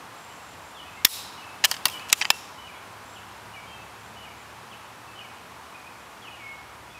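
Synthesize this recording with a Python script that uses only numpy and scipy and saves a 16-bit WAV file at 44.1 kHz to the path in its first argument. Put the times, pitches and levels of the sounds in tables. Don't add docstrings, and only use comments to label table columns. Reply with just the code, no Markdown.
import sys
import numpy as np
from scipy import signal
from scipy.fft import irfft
from scipy.io import wavfile
from scipy.ndimage import uniform_filter1d

SR = 44100
rng = np.random.default_rng(int(sys.argv[2]) if len(sys.argv) > 2 else 0)


def gain_from_db(level_db):
    decades = np.asarray(level_db, float) / 20
    return 10 ** decades


def bounce(signal):
    frames = np.transpose(np.atleast_2d(signal))
    limited = np.clip(frames, -1, 1)
    pcm = np.round(limited * 32767).astype(np.int16)
    wavfile.write(sys.argv[1], SR, pcm)


N = 308259


def evened(x):
    return x / np.sqrt(np.mean(x ** 2) + 1e-20)


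def unit(x):
    return x / np.linalg.norm(x)


def smooth_noise(size):
    return evened(uniform_filter1d(rng.standard_normal(N), size=size))


def read(points, hz):
    f, value = np.transpose(points)
    return np.interp(np.log(hz + 1), np.log(f + 1), value)


def add(mix, s, sound):
    part = mix[round(s * SR):][:len(sound)]
    part += sound[:len(part)]


def coloured(points, patchy_db):
    real, imaginary, patches = rng.standard_normal((N // 512 + 6, 1025, 3)).T
    patches = uniform_filter1d(patches, size=20, axis=0)
    patches = evened(uniform_filter1d(patches, size=8, axis=1))
    spectrum_db = read(points, np.fft.rfftfreq(2048, 1 / SR))[:, None]
    z = (real + 1j * imaginary) * gain_from_db(spectrum_db + patchy_db * patches)
    return evened(signal.istft(z, nperseg=2048, noverlap=1536)[1][:N])


# frequency in Hz, density in dB per Hz.
ROAD_SPECTRUM = [(18, -44), (30, -33), (60, -10), (86, -4.5), (163, -7.5), (432, -8), (593, -7),
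                 (814, -2.5), (1000, -1), (1890, -9.5), (2530, -11.5), (4070, -17.5), (12300, -26.5),
                 (15200, -33), (16500, -30)]
# time in seconds, level in dB.
ROAD_LEVEL = [(0, -46.5), (1.0, -47), (1.9, -44.5), (2.3, -46.5), (4.0, -47), (5.8, -47.5), (6.99, -48)]


def road():
    level_db = np.interp(np.arange(N) / SR, *np.transpose(ROAD_LEVEL)) + 2.5
    return gain_from_db(level_db) * coloured(ROAD_SPECTRUM, patchy_db=0.0)


ENGINE_ORDERS = [3, 4, 5, 6, 7, 8, 10, 12]
# level in dB before the shift, level in dB after.
ORDER_LEVELS = [(-30, -8), (-5.5, -3.5), (-18, -19), (0, -5), (-15, -22), (-21, -14), (-13, -12), (-9, -19)]
# time in seconds, level in dB.
ENGINE_LEVEL = [(0, -81), (.6, -62.5), (2.4, -65.5), (3.5, -57.5), (4.6, -57), (5.8, -63.5), (5.9, -68),
                (6.65, -58), (6.99, -58)]


def engine():
    idle_hz, climb_hz_per_s, climb_sag, shifted_hz = 86.4, 6.2, 0.19, 107.7
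    shift_s, shift_length_s = 5.8, 0.1
    t = np.arange(N) / SR
    shifted = np.clip((t - shift_s) / shift_length_s, 0, 1)
    climb_hz = idle_hz + climb_hz_per_s * t - climb_sag * t ** 2
    turns = np.cumsum(climb_hz + (shifted_hz - climb_hz) * shifted) / SR / 6
    wobble = rng.standard_normal((len(ORDER_LEVELS), N // 441 + 1))
    wobble = evened(uniform_filter1d(wobble, size=25, axis=1))
    wobble_s = np.arange(wobble.shape[1]) / 100
    tones = np.zeros(N)
    for order, (before_db, after_db), drift in zip(ENGINE_ORDERS, ORDER_LEVELS, wobble):
        order_db = before_db + (after_db - before_db) * shifted + 2.0 * np.interp(t, wobble_s, drift)
        tones += gain_from_db(order_db) * np.sin(2 * np.pi * order * turns)
    return np.sqrt(2) * gain_from_db(np.interp(t, *np.transpose(ENGINE_LEVEL))) * tones


# start in seconds, length in seconds, centre in Hz, level in dB.
TRILL_RUNS = [(0.126, 0.27, 7400, -62.5), (.40, 0.15, 7350, -63.5), (0.601, 0.13, 7200, -65),
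              (0.888, 0.14, 7500, -66), (3.03, 0.15, 7380, -61.5), (3.976, 0.13, 7400, -68),
              (4.35, 0.092, 7310, -66), (5.95, .1, 7410, -69)]


def trill(rate_hz=45, sweep_hz=900):
    out = np.zeros(N)
    uneven = smooth_noise(600)
    for s, length, hz, db in TRILL_RUNS:
        drift = uneven[round(s * SR):][:round(length * SR)]
        cycle = np.cumsum(rate_hz * (1 + 0.3 * drift)) / SR % 1
        pitch = hz + sweep_hz * (cycle - 0.5) + 150 * drift
        chips = np.sin(np.pi * cycle) ** 2 * np.sin(2 * np.pi * np.cumsum(pitch) / SR)
        add(out, s, gain_from_db(db) * evened(chips) * signal.windows.tukey(len(drift), 0.4))
    return out


def whistle(hz, db, edge_s=0.0055):
    shape = signal.windows.tukey(len(hz), min(2 * edge_s * SR / len(hz), 1))
    return np.sqrt(2) * gain_from_db(db) * shape * np.sin(2 * np.pi * np.cumsum(hz) / SR)


# start in seconds, length in seconds, settled pitch in Hz, drop in Hz, level in dB.
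BIRD_HOOKS = [(.877, .026, 2400, 370, -52), (.97, .025, 2040, 150, -49), (1.374, 0.03, 2840, 151, -47.5),
              (1.91, 0.054, 2885, 500, -42.5), (1.946, .028, 2276, 150, -45.5),
              (2.629, 0.05, 2840, 290, -49.5), (2.676, 0.032, 2255, 333, -44.5),
              (2.735, 0.041, 2130, 300, -58), (3.546, 0.053, 2236, 300, -45.5),
              (3.701, 0.14, 2612, 220, -55.5), (4.2, 0.058, 2800, 418, -51.5),
              (5.072, 0.077, 2613, 100, -56.5), (5.18, 0.03, 2700, 438, -46.5),
              (6.304, 0.06, 2790, 302, -50.5), (6.381, 0.135, 2180, 375, -50),
              (6.942, 0.046, 2460, 170, -49)]
# start in seconds, length in seconds, start pitch in Hz, end pitch in Hz, level in dB.
BIRD_SLURS = [(0.745, 0.068, 3660, 2873, -45.5), (3.152, 0.029, 3550, 2550, -44.5),
              (4.261, 0.028, 2460, 2180, -48), (4.71, 0.036, 3450, 2410, -46.5),
              (5.225, 0.0345, 2475, 2200, -50), (6.215, 0.078, 3440, 2470, -46)]
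# start in seconds, length in seconds, start pitch in Hz, end pitch in Hz, level in dB.
BIRD_TICK = (.351, .016, 5200, 8500, -57)
# start in seconds, length in seconds, start pitch in Hz, level in dB.
BIRD_FLICKS = [(.295, .043, 2880, -59), (.395, .04, 2620, -57), (0.847, 0.036, 2450, -55),
               (1.991, 0.04, 2470, -46), (2.578, 0.03, 2920, -50), (2.74, 0.043, 3200, -60),
               (3.534, 0.021, 2830, -47.5), (4.158, .025, 2895, -50), (5.15, 0.047, 2950, -51.5),
               (5.741, 0.026, 2398, -46), (5.84, 0.048, 2297, -51)]
# start in seconds, length in seconds, pitch in Hz, level in dB.
BIRD_HELD = [(.812, 0.026, 2890, -54), (.90, .03, 2070, -57), (.95, .035, 2700, -56),
             (1.416, 0.049, 2646, -52), (1.472, 0.044, 2597, -49), (3.665, 0.1, 3160, -51.5),
             (4.25, 0.02, 2490, -48), (4.3, .035, 2350, -54), (5.207, 0.025, 2500, -48),
             (5.665, .02, 2950, -59), (6.28, 0.019, 2477, -48), (6.901, 0.02, 3430, -53.5)]
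# delay in seconds, level in dB.
BIRD_BRANCHES = [(0, 0), (.0027, -9), (.0064, -11), (.0113, -14)]


def songbird(flutter_db=1.3):
    settle_s, flick_hz_per_s = 0.0181, 5870
    shoulder, swell_db = 0.53, -9
    out = np.zeros(N)
    for s, length, hz, drop_hz, db in BIRD_HOOKS:
        t = np.arange(0, length, 1 / SR)
        add(out, s, whistle(hz + drop_hz * np.exp(-t / settle_s), db))
    for s, length, start_hz, end_hz, db in BIRD_SLURS:
        u = np.linspace(0, 1, round(length * SR))
        fall = u + shoulder * ((1 - np.cos(np.pi * u)) / 2 - u)
        add(out, s, whistle(start_hz + (end_hz - start_hz) * fall, db + swell_db * (1 - u) ** 2))
    s, length, start_hz, end_hz, db = BIRD_TICK
    add(out, s, whistle(np.linspace(start_hz, end_hz, round(length * SR)), db))
    for s, length, hz, db in BIRD_FLICKS:
        add(out, s, whistle(hz + flick_hz_per_s * np.arange(0, length, 1 / SR), db))
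    for s, length, hz, db in BIRD_HELD:
        add(out, s, whistle(np.full(round(length * SR), hz), db))
    flutter = evened(uniform_filter1d(smooth_noise(300), size=300))
    taps = np.zeros(SR // 20)
    for s, db in BIRD_BRANCHES:
        taps[round(s * SR)] = gain_from_db(db)
    return signal.fftconvolve(out * gain_from_db(flutter_db * flutter), unit(taps))[:N]


# frequency in Hz, 60 dB decay time in seconds.
TREE_DECAY = [(500, 0.33), (2000, 0.9), (5000, 0.84), (10000, 0.49), (16000, 0.44)]


def trees(x, arrive, swell, longer=1):
    hz, t, z = signal.stft(rng.standard_normal(SR), SR, nperseg=256)
    late = np.maximum(t - arrive, 0)
    decay_s = longer * read(TREE_DECAY, hz)[:, None]
    z = z * (1 - np.exp(-late / swell)) * gain_from_db(-60 * late / decay_s)
    return signal.fftconvolve(x, unit(signal.istft(z, SR, nperseg=256)[1]))[:N]


def scatter(x, t60=0.042):
    t = np.arange(4000) / SR
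    tail = rng.standard_normal(len(t)) * gain_from_db(-60 * t / t60) * (1 - np.exp(-t / 0.0008))
    tail = signal.lfilter(*signal.butter(1, 3500, fs=SR), tail)
    return signal.fftconvolve(x, unit(tail))[:N]


# start in seconds, hardest moment in seconds, end in seconds, level in dB.
BOLT_SLIDES = [
    (1.663, 1.724, 1.81, -38.5),
    (1.88, 1.92, 2.12, -43.5),
    (2.138, 2.201, 2.24, -39),
]
# frequency in Hz, density in dB per Hz.
SCRAPE_SPECTRUM = [(500, -31), (1500, -17), (3000, 0), (6000, 0.5), (10000, -2), (16000, -10)]


def bolt_scrape():
    t = np.arange(N) / SR
    stroke = np.zeros(N)
    for *times, db in BOLT_SLIDES:
        push_db = np.interp(t, times, [-9, 0, -24], left=-np.inf, right=-np.inf)
        stroke += gain_from_db(db + push_db)
    return stroke * coloured(SCRAPE_SPECTRUM, patchy_db=-1.5)


# start in seconds, pitch in Hz, level in dB, 60 dB
# decay time in seconds.
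FREE_RINGS = [
    (1.0505, 1120, -15, .025),
    (1.646, 2250, -20, .03),
    (2.3035, 710, -22.5, 0.028),
    (2.128, 1230, -19, .03),
    (2.306, 2700, -32, .25),
    (2.3035, 1780, -14, .025),
    (2.3035, 7150, -25, .02),
]


def free_rings():
    out = np.zeros(N)
    t = np.arange(SR // 4) / SR
    for s, hz, db, t60 in FREE_RINGS:
        onset = 1 - np.exp(-t / 0.0005)
        add(out, s, gain_from_db(db - 60 * t / t60) * onset * np.sin(2 * np.pi * hz * t))
    return out


def ringing(parts, widen, phase):
    t = np.arange(1300) / SR
    ring = np.zeros(len(t))
    for (hz, width, db), turn in zip(parts, phase):
        width = width + 150
        decay = np.exp(-np.pi * widen * width * t)
        ring += gain_from_db(db) * np.sqrt(width) * decay * np.cos(2 * np.pi * (hz * t + turn))
    return unit(ring)


def blurred(parts, widen=0.91, between_db=-18):
    hz = np.fft.rfftfreq(1300, 1 / SR)
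    power = sum(gain_from_db(2 * db) / (1 + (2 * (hz - f) / (widen * (width + 150))) ** 2) for f, width, db in parts)
    treble = hz ** 2 / (hz ** 2 + 1200 ** 2)
    return np.fft.fftshift(irfft(np.sqrt(power + gain_from_db(2 * between_db)) * treble))


def blow_sound(ms, treble_db, parts, top_hz):
    t = np.arange(1300) / SR
    low = signal.butter(2, 6000, fs=SR, output="sos")
    thin = signal.butter(1, 900, "high", fs=SR, output="sos")
    small = signal.butter(4, 720, "high", fs=SR, output="sos")
    noise, phase = rng.standard_normal(len(t)), rng.random(len(parts))
    u = t / (ms / 1000)
    contact = noise * (1 - np.exp(-u / 0.2)) * np.exp(-1.5 * u ** 1.3)
    direct = signal.fftconvolve(contact, ringing(parts, 0.78, phase))[:len(t)]
    direct = signal.sosfilt(small, direct + signal.sosfilt(thin, contact))
    direct = signal.sosfilt(signal.butter(3, top_hz, fs=SR, output="sos"), direct)
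    body = signal.sosfilt(low, direct)
    return unit(body + gain_from_db(treble_db - 1.5) * (direct - body))


def step(near, away, blows, parts, away_parts, echo_db, push_db, top_hz):
    energy = 0
    for s, db, ms, treble_db in blows:
        size = gain_from_db(db) * np.sqrt(ms / 1000 * SR)
        energy += size ** 2
        add(near, s, size * blow_sound(ms, treble_db, parts, top_hz))
    hardest = max(blows, key=lambda blow: blow[1])[0]
    add(away, hardest, np.sqrt(energy) * gain_from_db(echo_db) * unit(blurred(away_parts)))
    jolt = np.arange(1300) / SR / 0.00025
    add(near, hardest, gain_from_db(push_db) * jolt * np.exp(1 - jolt))


# frequency in Hz, width in Hz, level in dB.
PIN_FALLS = [
    [(1.0472, -14, 2.9, 11), (1.0492, -2.5, 1.86, -4), (1.0512, 4, 1.27, 3), (1.0555, -21, 2.4, 3), (1.060, -23, 3.2, -4), (1.065, -25, 11, 0)],
    [(1864, 61, 1), (3460, 120, 5.5), (4800, 200, -16), (5370, 230, 4.5), (7030, 180, -5), (8130, 57, -5), (11280, 1000, -4), (13850, 370, 3.5), (15200, 150, -15)],
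]
BOLT_LIFTED = [
    [(1.6393, -21, 1, -20), (1.6402, -12, 2.6, -16), (1.6432, -20, 1.4, -18), (1.6455, -9, 3.2, -6.5), (1.6512, -12, 3.1, 12), (1.654, -17, 2.2, -3), (1.6562, -18, 2.6, -3), ],
    [(1720, 26, -9), (2800, 500, 0.5), (5220, 130, -5.5), (7200, 130, -11), (8300, 150, -13), (9500, 330, -13), (11040, 140, -11), (12900, 330, -8), (14800, 120, -21)],
]
BOLT_DRAWN = [
    [(1.7135, -15, 1.96, -0.5), (1.717, -22, 2, -10), (1.720, -28, 1.4, -14), (1.7228, -34, 4.2, -20), (1.740, -32.5, 7.2, -12), (1.7445, -34, 4.2, -18), (1.7648, -35, 5.5, -18), ],
    [(1670, 67, -4), (3080, 330, 3.5), (4630, 260, 2), (7260, 210, -1), (9500, 160, -14), (10200, 330, -6), (13000, 210, -21), (14500, 150, -18)],
]
BOLT_STOPPED = [
    [(1.854, -16.5, 4.3, 3.5), (1.8556, -5, 0.71, -1.5), (1.8568, -13, 1.7, -6), (1.864, -29.5, 10, -4), (1.8822, -28, 2.1, 11), (1.885, -30, 3.8, -7), (1.8975, -34, 4.3, -5), (1.9945, -36.5, 3.35, -19)],
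    [(1130, 340, 3.5), (2720, 210, 2), (4200, 130, -8), (5050, 250, -0.5), (6430, 220, -10), (8700, 77, -15), (10860, 170, -3), (14500, 240, 0.5), (13800, 340, -4)],
]
BOLT_PUSHED = [
    [(2.0855, -41, 4.5, -7), (2.0925, -37, 3.0, 0), (2.0982, -31, 6.6, -8), (2.1045, -36, 3.5, -15), (2.119, -35, 5.5, -30), (2.1264, -16, 3, 3), (2.1276, -0.5, 2.23, -3.5), (2.1322, -7, 0.73, -14), (2.136, -32, 4.4, -7)],
    [(2720, 690, 10), (3270, 220, 4.5), (3930, 120, 7), (4900, 96, -2), (6000, 240, 7), (6960, 880, 13.5), (10000, 630, 6), (12270, 290, 7), (13500, 370, -15)],
]
BOLT_CLOSED = [
    [(2.2112, -28, 3.3, -13), (2.2136, -16, 3, -18), (2.2198, -22.5, 2.3, -18), (2.2226, -19.5, 1.8, -15), (2.2252, -22, 1.2, -17), (2.228, -32, 2.8, -22), (2.2468, -28, 2.6, -10), (2.2522, -16, 1.44, -18)],
    [(1790, 47, -1), (2070, 76, -1.5), (2600, 110, 3.5), (3030, 28, 4.5), (4850, 78, -0.5), (5950, 49, -5), (8810, 46, -24), (10200, 48, -24)],
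]
BOLT_LOCKED = [
    [(2.3022, -27, .8, -10), (2.3029, -3, 1.4, -2), (2.3042, -3.5, .8, -5), (2.3062, -19, 2.4, -8), (2.310, -38, 8, 6)],
    [(894, 230, -6), (2750, 270, 0), (3370, 320, -2), (4080, 180, -4), (5210, 180, -2), (7240, 280, -5), (8650, 320, -19), (10100, 170, -17), (13100, 230, -15)],
]
# frequency in Hz, width in Hz, level in dB.
PIN_TO_TREES = [(2700, 400, -10), (3900, 340, -1), (5270, 500, -4.5), (7100, 700, -9), (8260, 700, -8.5),
                (10850, 900, -3), (13900, 500, -6)]
LOCK_TO_TREES = [(2650, 280, -4), (3720, 500, -5), (5450, 250, 0), (7200, 770, -6), (10500, 1600, -9)]
# ring in Hz, ring level in dB, dull push level in dB.
STOCK_RINGS = [
    (1210, 1, -42),
    (840, -8.5, -43),
    (900, 1, -39),
    (1090, -25, -22),
    (1143, 1.5, -19),
    (740, -5.5, -35),
    (880, -12, -56),
]
ECHO_SHARE = [-20, -30, -25, -26.5, -30, -23, -26.5]
SMEAR_SHARE = [-19, -20, -17, -16, -19, -17, -24]
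STEP_TOP = [19000, 14500, 12500, 19000, 12500, 11500, 19000]


def rifle():
    near, away, loose = np.zeros((3, N))
    steps = PIN_FALLS, BOLT_LIFTED, BOLT_DRAWN, BOLT_STOPPED, BOLT_PUSHED, BOLT_CLOSED, BOLT_LOCKED
    to_trees = [PIN_TO_TREES] + [parts for blows, parts in steps[1:-1]] + [LOCK_TO_TREES]
    settings = zip(steps, STOCK_RINGS, to_trees, ECHO_SHARE, STEP_TOP, SMEAR_SHARE)
    for (blows, parts), (hz, db, push_db), sent, echo_db, top_hz, smear_db in settings:
        one = np.zeros(N)
        stock = (hz, 300, db)
        step(one, away, blows, list(parts) + [stock], sent, echo_db, push_db, top_hz)
        near += one
        loose += gain_from_db(smear_db) * one
    return near + free_rings() + scatter(loose) + bolt_scrape(), away


def scene():
    gun, away = rifle()
    bird, chips = songbird(), trill()
    far = bird + gain_from_db(-3.0) * trees(bird, arrive=0.0029, swell=0.003, longer=0.95)
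    far += 1.04 * chips + trees(chips, arrive=0.0034, swell=0.0053)
    gun_echo = trees(away, arrive=0.0057, swell=0.018)
    return (gun + gun_echo + far + road() + engine())[None]


def low_pass(x):
    return signal.sosfilt(signal.butter(12, 17120, fs=SR, output="sos"), x)


def record(dry):
    power_db = 10 * np.log10(abs(uniform_filter1d(dry[0] ** 2, size=200)) + 1e-12)
    fall = np.arange(N) * 74.0 / SR
    held_db = np.maximum.accumulate(power_db + fall) - fall
    over_db = np.maximum(held_db + 6.5, 0)
    lag = np.exp(-1 / (0.015 * SR))
    ducked = dry / gain_from_db(2.34 * signal.lfilter([1 - lag], [1, -lag], over_db))
    squashed = ducked / (1 + (ducked / 0.76) ** 4) ** 0.25
    top_cut = signal.firwin(255, 15650, window=("kaiser", 8), fs=SR)
    squashed = signal.oaconvolve(squashed, top_cut[None], "same")
    squashed = signal.sosfilt(signal.butter(2, 60, "high", fs=SR, output="sos"), squashed)
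    return low_pass(squashed)


dry = scene()
out = record(dry)
bounce(out)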